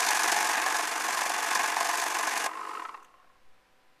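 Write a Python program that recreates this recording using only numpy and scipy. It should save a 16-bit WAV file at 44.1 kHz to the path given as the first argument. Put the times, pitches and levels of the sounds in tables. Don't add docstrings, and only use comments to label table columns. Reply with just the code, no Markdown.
import sys
import numpy as np
from scipy import signal
from scipy.fft import rfft, irfft, next_fast_len
from scipy.io import wavfile
from scipy.ndimage import map_coordinates

SR = 44100
rng = np.random.default_rng(int(sys.argv[2]) if len(sys.argv) > 2 else 0)


def bounce(signal):
    frames = np.transpose(np.atleast_2d(signal))
    limited = np.clip(frames, -1, 1)
    pcm = np.round(limited * 32767).astype(np.int16)
    wavfile.write(sys.argv[1], SR, pcm)


N = 176400
T = np.arange(N) / SR
NOTES_PER_S, FIRST_NOTE_S, EMPTY_S = 23.58, .0205, 2.468
IDLE_FROM_S, IDLE_KNOCKS_PER_S, MOTOR_FADE_S = 2.4765, 50.4, 2.8

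# frequency_hz, gain_db
AIR_COLOUR = [(25, 1.5), (90, -12), (250, -3), (520, -5.5), (1000, -4.5), (1800, -4.5), (2500, -8),
              (3100, -11.5), (4500, -14.5), (7000, -21), (14000, -26)]
# pitch_hz, level_db
ROOM_TONES = [(512, -79), (592, -86.5), (765, -78.5), (1004, -78)]
# frequency_hz, gain_db
WHIRR_COLOUR = [(60, -52.5), (130, -45), (220, -15.5), (340, -4), (430, 0.5), (560, -10.5), (720, -7),
                (1020, 0.5), (1500, -10), (1900, -9), (2700, -11), (3300, -20.5), (5000, -17),
                (7000, -18.5), (11000, -23.5), (14000, -33)]
# pitch_hz, level_db
MOTOR_TONES = [(235, -74), (324, -63), (349, -66), (426, -59.5), (715, -58.5)]
# pitch_hz, width_hz, gain_db
WHEEL_MODES = [(739, 28, -2.5), (1082, 76, 4), (1313, 77, -5.5), (1800, 70, -17.5), (2713, 70, -7.5)]
# time_s, level_db
WHEEL_LEVELS = [(2.9, -57), (3.0, -65), (3.1, -66), (3.2, -67), (3.32, -75), (3.42, -86), (3.55, -100)]
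# delay_s, attack_s, decay_s, hiss_db, rattle_db
NOTE_CONTACTS = [(.0042, .0036, .009, 2, -5), (.011, .005, .008, -3.5, 0), (.024, .007, .003, -2.5, -6),
                 (.0285, .003, .0022, 2.5, -.5)]
# time_s, hiss_gain_db, rattle_gain_db
FEED_GAINS = [(0, -29.5, -28.5), (.12, -31, -28.5), (.33, -30.5, -27.5), (.62, -35.5, -29.5),
              (.76, -33.5, -29.5), (.9, -37, -32.5), (1.2, -34, -30.5), (1.38, -37, -32), (1.56, -33, -29),
              (1.72, -36.5, -31.5), (1.95, -34, -31), (2.2, -36.5, -31.5), (2.45, -35.5, -31.5)]
# frequency_hz, gain_db
HISS_COLOUR = [(300, -80.5), (1400, -30), (2400, -11), (3100, -5), (4100, -3.5), (5300, -1), (6400, 1),
               (8000, -4), (11000, -7.5), (14000, -16)]
# frequency_hz, gain_db
RATTLE_COLOUR = [(60, -43), (130, -35), (230, -17), (330, -8.5), (450, -9), (560, -14), (690, 2), (850, 1),
                 (1060, 3), (1300, -4.5), (1430, -5), (1530, 2.5), (1820, 1), (2100, -3.5), (2600, -5.5),
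                 (3430, -16), (3505, -5.5), (3590, -16), (6000, -38)]
# frequency_hz, gain_db
SLAP_COLOUR = [(60, -67), (150, -37), (300, -14.5), (550, -12.5), (720, 10), (950, -5.5), (1400, -13.5),
               (1720, 5), (3000, -13.5), (7000, -14.5), (14000, -47)]
# start_s, strength_db
HARD_LANDINGS = [(.020, -20), (.105, -16), (.148, -18), (.237, -22), (.276, -20), (.301, -20), (.323, -17),
                 (.367, -21), (.408, -14), (.429, -19), (.580, -18), (.664, -15.5), (.795, -18),
                 (1.087, -19), (1.218, -19), (1.261, -21.5), (1.303, -17), (1.555, -18), (1.594, -18),
                 (1.643, -17.5), (1.768, -14), (1.809, -14.5), (1.853, -19), (1.891, -21), (1.936, -19.5),
                 (2.025, -19.5), (2.064, -19), (2.275, -20.5), (2.374, -19), (2.463, -19)]
# pitch_hz, width_hz, gain_db
HOUSING_MODES = [(345, 40, -12), (434, 60, -17.5), (720, 55, -8.5), (996, 81, 2.5), (1060, 110, 4.5),
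                 (1220, 90, -3), (1285, 39, 6), (1500, 41, -6.5), (1828, 96, -1.5), (2010, 61, -11),
                 (2650, 80, -4.5), (4070, 90, -11.5)]
# start_s, strength_db
CRISP_NOTES = [(.086, -15), (.106, -15), (.172, -16), (.232, -16), (.3165, -12.5), (.469, -17), (.513, -18),
               (.767, -16.5), (1.5495, -14), (1.658, -18), (1.805, -19), (1.998, -19), (2.185, -19),
               (2.270, -19), (2.3735, -17)]
# time_s, strength_db, judder_hz
BRAKE_KNOCKS = [(2.754, -27.5, 1140), (2.775, -28.5, 1160), (2.798, -28.5, 1170), (2.824, -28, 1170),
                (2.855, -27.5, 1170), (2.894, -28.5, 1170), (2.948, -30.5, 1170)]
# time_s, peak_db
GUIDE_CONTACTS = [(2.977, -42), (3.004, -48), (3.028, -49), (3.083, -53), (3.143, -48), (3.188, -51),
                  (3.202, -52), (3.23, -53), (3.246, -54), (3.275, -55), (3.302, -52), (3.323, -56),
                  (3.357, -59)]
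# start_s, peak_db
SETTLING_TICKS = [(3.028, -50.5), (3.045, -47.5)]
# frequency_hz, gain_db
SETTLING_COLOUR = [(500, -12), (3000, 6), (5000, -21), (6200, 5), (9000, -8), (13000, -8)]
# frequency_hz, gain_db
HANDLING_COLOUR = [(3, 18), (12, -11), (30, -18.5), (70, -22), (200, -33.5), (500, -52), (2000, -87.5)]
# time_s, level_db
HANDLING_LEVELS = [(2.7, -76), (3.1, -62), (3.5, -51), (3.8, -61), (4, -70)]
# frequency_hz, decay_s
ROOM_DECAY = [(200, 0.18), (1200, 0.54), (4000, 0.07), (12000, 0.16)]


def amp(db):
    return 10 ** (np.asarray(db) / 20)


def unit(x):
    return x / np.sqrt(np.mean(x ** 2) + 1e-20)


def along(points, hz):
    f, v = np.transpose(points)
    return np.interp(np.log(hz + 1), np.log(f + 1), v)


def wobble(rate):
    return map_coordinates(rng.standard_normal(int(N * rate / SR) + 4), [T * rate])


def filtered(x, response):
    size = next_fast_len(N + SR // 2)
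    return irfft(rfft(x, size) * response(np.fft.rfftfreq(size, 1 / SR)), size)[:N]


def coloured(x, points):
    def response(hz):
        cepstrum = irfft(np.log(amp(along(points, hz))))
        half = len(cepstrum) // 2
        cepstrum[1:half] *= 2
        cepstrum[half + 1:] = 0
        return np.exp(rfft(cepstrum))
    return filtered(x, response)


def plastic(x, modes, soft_hz=2300):
    def response(f):
        body = sum(amp(db) * 1j * f * width / (hz * hz - f * f + 1j * f * width)
                   for hz, width, db in modes)
        return body / (1 + 1j * np.sqrt(2) * f / soft_hz - (f / soft_hz) ** 2)
    return filtered(x, response)


def grains(rate, spread_db):
    impacts = (rng.random(N) < rate / SR) * rng.choice([-1, 1], N)
    return unit(impacts * amp(spread_db * np.clip(rng.standard_normal(N), -2, 2)))


def tones(rows, waver_rad):
    return sum(amp(db) * np.sqrt(2) * np.sin(2 * np.pi * hz * T + waver_rad * wobble(18))
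               for hz, db in rows)


def contact_power(times, dbs, attack_s, decay_s):
    power = np.zeros(N)
    for s, db in zip(times, dbs):
        near = slice(max(0, int(s * SR) - SR // 20), int(s * SR) + SR // 10)
        age = T[near] - s
        power[near] += amp(2 * db) * np.exp(-2 * np.where(age < 0, (age / attack_s) ** 2, age / decay_s))
    return power


def strike(out, start_s, peak_db, force, ring):
    hit = signal.fftconvolve(force, ring[:len(force)])[:len(force)]
    out[max(0, round(start_s * SR)):][:len(hit)] += amp(peak_db) * hit / np.abs(hit).max()


def paper_hits(rows, colour, decay_s, rough):
    out, t = np.zeros(N), T[:SR // 20]
    ring = coloured(np.ones(1), colour)
    for s, db in rows:
        crumple = unit(rng.standard_normal(len(t)) * t * np.exp(-2 * t / decay_s))
        push = rough * crumple / np.sqrt(len(t))
        push[0] += 1
        strike(out, s, db, push, ring)
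    return out


def room_tone():
    air = unit(coloured(rng.standard_normal(N), AIR_COLOUR))
    return amp(-67) * air + tones(ROOM_TONES, waver_rad=.44)


def motor(fade_db_per_s=80):
    whirr = unit(coloured(grains(rate=6000, spread_db=4), WHIRR_COLOUR))
    whirr *= amp(-48 + 1.2 * wobble(100))
    fade = amp(-fade_db_per_s * np.maximum(T - MOTOR_FADE_S, 0))
    return (whirr + tones(MOTOR_TONES, waver_rad=1.19)) * fade


def stacker_wheels():
    rattle = unit(plastic(grains(rate=600, spread_db=3.5), WHEEL_MODES))
    return rattle * amp(np.interp(T, *np.transpose(WHEEL_LEVELS)))


def paper_feed(scatter_s=.0012, scatter_db=.9):
    starts = np.arange(FIRST_NOTE_S - 1 / NOTES_PER_S, EMPTY_S, 1 / NOTES_PER_S)
    hiss_power, rattle_power = amp(-7.5) ** 2, amp(-7) ** 2
    for delay, attack, decay, hiss_db, rattle_db in NOTE_CONTACTS:
        late, shared, own = rng.standard_normal((len(starts), 3)).T
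        times = starts + delay + scatter_s * late
        hiss_power += contact_power(times, hiss_db + scatter_db * shared, attack, decay)
        rattle_power += contact_power(times, rattle_db + scatter_db * (shared + own) / 2, attack, decay)
    feeding = np.exp(-np.maximum(T - EMPTY_S, 0) / .0013)
    feed_s, hiss_gain_db, rattle_gain_db = np.transpose(FEED_GAINS)

    def friction(grit, colour, power, level_db):
        pulses = feeding * np.sqrt(power / power[T < EMPTY_S].mean())
        level = amp(np.interp(T, feed_s, level_db))
        return coloured(grit * pulses * level, colour) / coloured(grit, colour).std()

    hiss = friction(grains(rate=15000, spread_db=6.5), HISS_COLOUR, hiss_power, hiss_gain_db - 1.65)
    rattle = friction(grains(rate=4000, spread_db=2.5), RATTLE_COLOUR, rattle_power, rattle_gain_db - 1.03)
    return hiss + rattle


def slaps(rows, puff_hz=856, width_s=.0015):
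    out = amp(-1.5) * paper_hits(rows, SLAP_COLOUR, decay_s=.0022, rough=1.4)
    for s, db in rows:
        near = slice(max(0, int(s * SR) - SR // 100), int(s * SR) + SR // 100)
        age = T[near] - s - width_s / 2
        hz = puff_hz * rng.uniform(.87, 1.19)
        out[near] += amp(db) * np.exp(-(age / width_s) ** 2) * np.sin(2 * np.pi * hz * age)
    return out


def landings():
    light = [(s + rng.normal(.008, .0028), rng.normal(-31, 1.3))
             for s in np.arange(FIRST_NOTE_S, EMPTY_S, 1 / NOTES_PER_S)]
    return slaps(light) + amp(-4.5) * slaps(HARD_LANDINGS)


def knocks(rows, rise_s=.005, fall_s=.0028, grit_db=-10):
    out, t = np.zeros(N), T[:SR // 10]
    lead_s = 2 * rise_s
    swell = np.exp(-np.where(t < lead_s, ((t - lead_s) / rise_s) ** 2, (t - lead_s) / fall_s))
    ring = plastic(np.ones(1), HOUSING_MODES)
    for s, db, hz in rows:
        slip_cycles = np.abs(np.arange(32) + .15 * rng.standard_normal(32))
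        slip_s = slip_cycles / (hz * rng.normal(1, .065))
        slips = unit(np.bincount((slip_s * SR).astype(int), minlength=len(t)))
        force = slips / 2 + amp(grit_db) * rng.standard_normal(len(t))
        strike(out, rng.normal(s, .0005) - lead_s, db, force * swell, ring)
    return out


def drive(loaded_db=-33.5, idle_db=-30, judder_hz=1100, low_cut_hz=250):
    loaded_s = np.arange(FIRST_NOTE_S + .0061, EMPTY_S, 1 / NOTES_PER_S / 2)
    idle_s = np.arange(IDLE_FROM_S, BRAKE_KNOCKS[0][0] - .5 / IDLE_KNOCKS_PER_S, 1 / IDLE_KNOCKS_PER_S)
    loaded = [(s, loaded_db, judder_hz) for s in loaded_s]
    idle = [(s, idle_db, judder_hz) for s in idle_s]
    return filtered(knocks(loaded + idle + BRAKE_KNOCKS), lambda hz: hz ** 4 / (hz ** 4 + low_cut_hz ** 4))


def snaps():
    return amp(-6.5) * paper_hits(CRISP_NOTES, HISS_COLOUR, decay_s=.0059, rough=9)


def wheel_ticks(half_contact_s=.0013):
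    out, t = np.zeros(N), T[:SR // 20]
    ring = plastic(np.ones(1), WHEEL_MODES)
    for s, db in GUIDE_CONTACTS:
        rub = rng.standard_normal(len(t)) * np.exp(-(t / half_contact_s - 1) ** 2)
        strike(out, s - 2 * half_contact_s, db, rub, ring)
    return out


def stack_settling():
    return paper_hits(SETTLING_TICKS, SETTLING_COLOUR, decay_s=.005, rough=3.3)


def handling():
    rumble = unit(coloured(rng.standard_normal(N), HANDLING_COLOUR))
    return rumble * amp(np.interp(T, *np.transpose(HANDLING_LEVELS)))


def reflections(x, tail_db=-12, walls_db=-14):
    hz, t, noise = signal.stft(rng.standard_normal(SR // 2), SR, nperseg=256)
    decay = amp(-60 * t / along(ROOM_DECAY, hz)[:, None])
    tail = signal.istft(noise * decay, SR, nperseg=256)[1]
    answer = amp(tail_db) * tail / np.linalg.norm(tail)
    wall_delays = (SR * rng.uniform(.001, .008, size=8)).astype(int)
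    answer[wall_delays] += amp(walls_db) * rng.choice([-1, 1], size=8) / np.sqrt(8)
    return signal.fftconvolve(x, answer)[:N]


def scene():
    machine = motor() + stacker_wheels() + paper_feed() + landings() + drive() + snaps()
    machine += wheel_ticks() + stack_settling()
    return (room_tone() + machine + reflections(machine) + handling())[None]


def record(dry, top_hz=14050):
    return filtered(dry[0], lambda hz: hz < top_hz)[None]


dry = scene()
out = record(dry)
bounce(out)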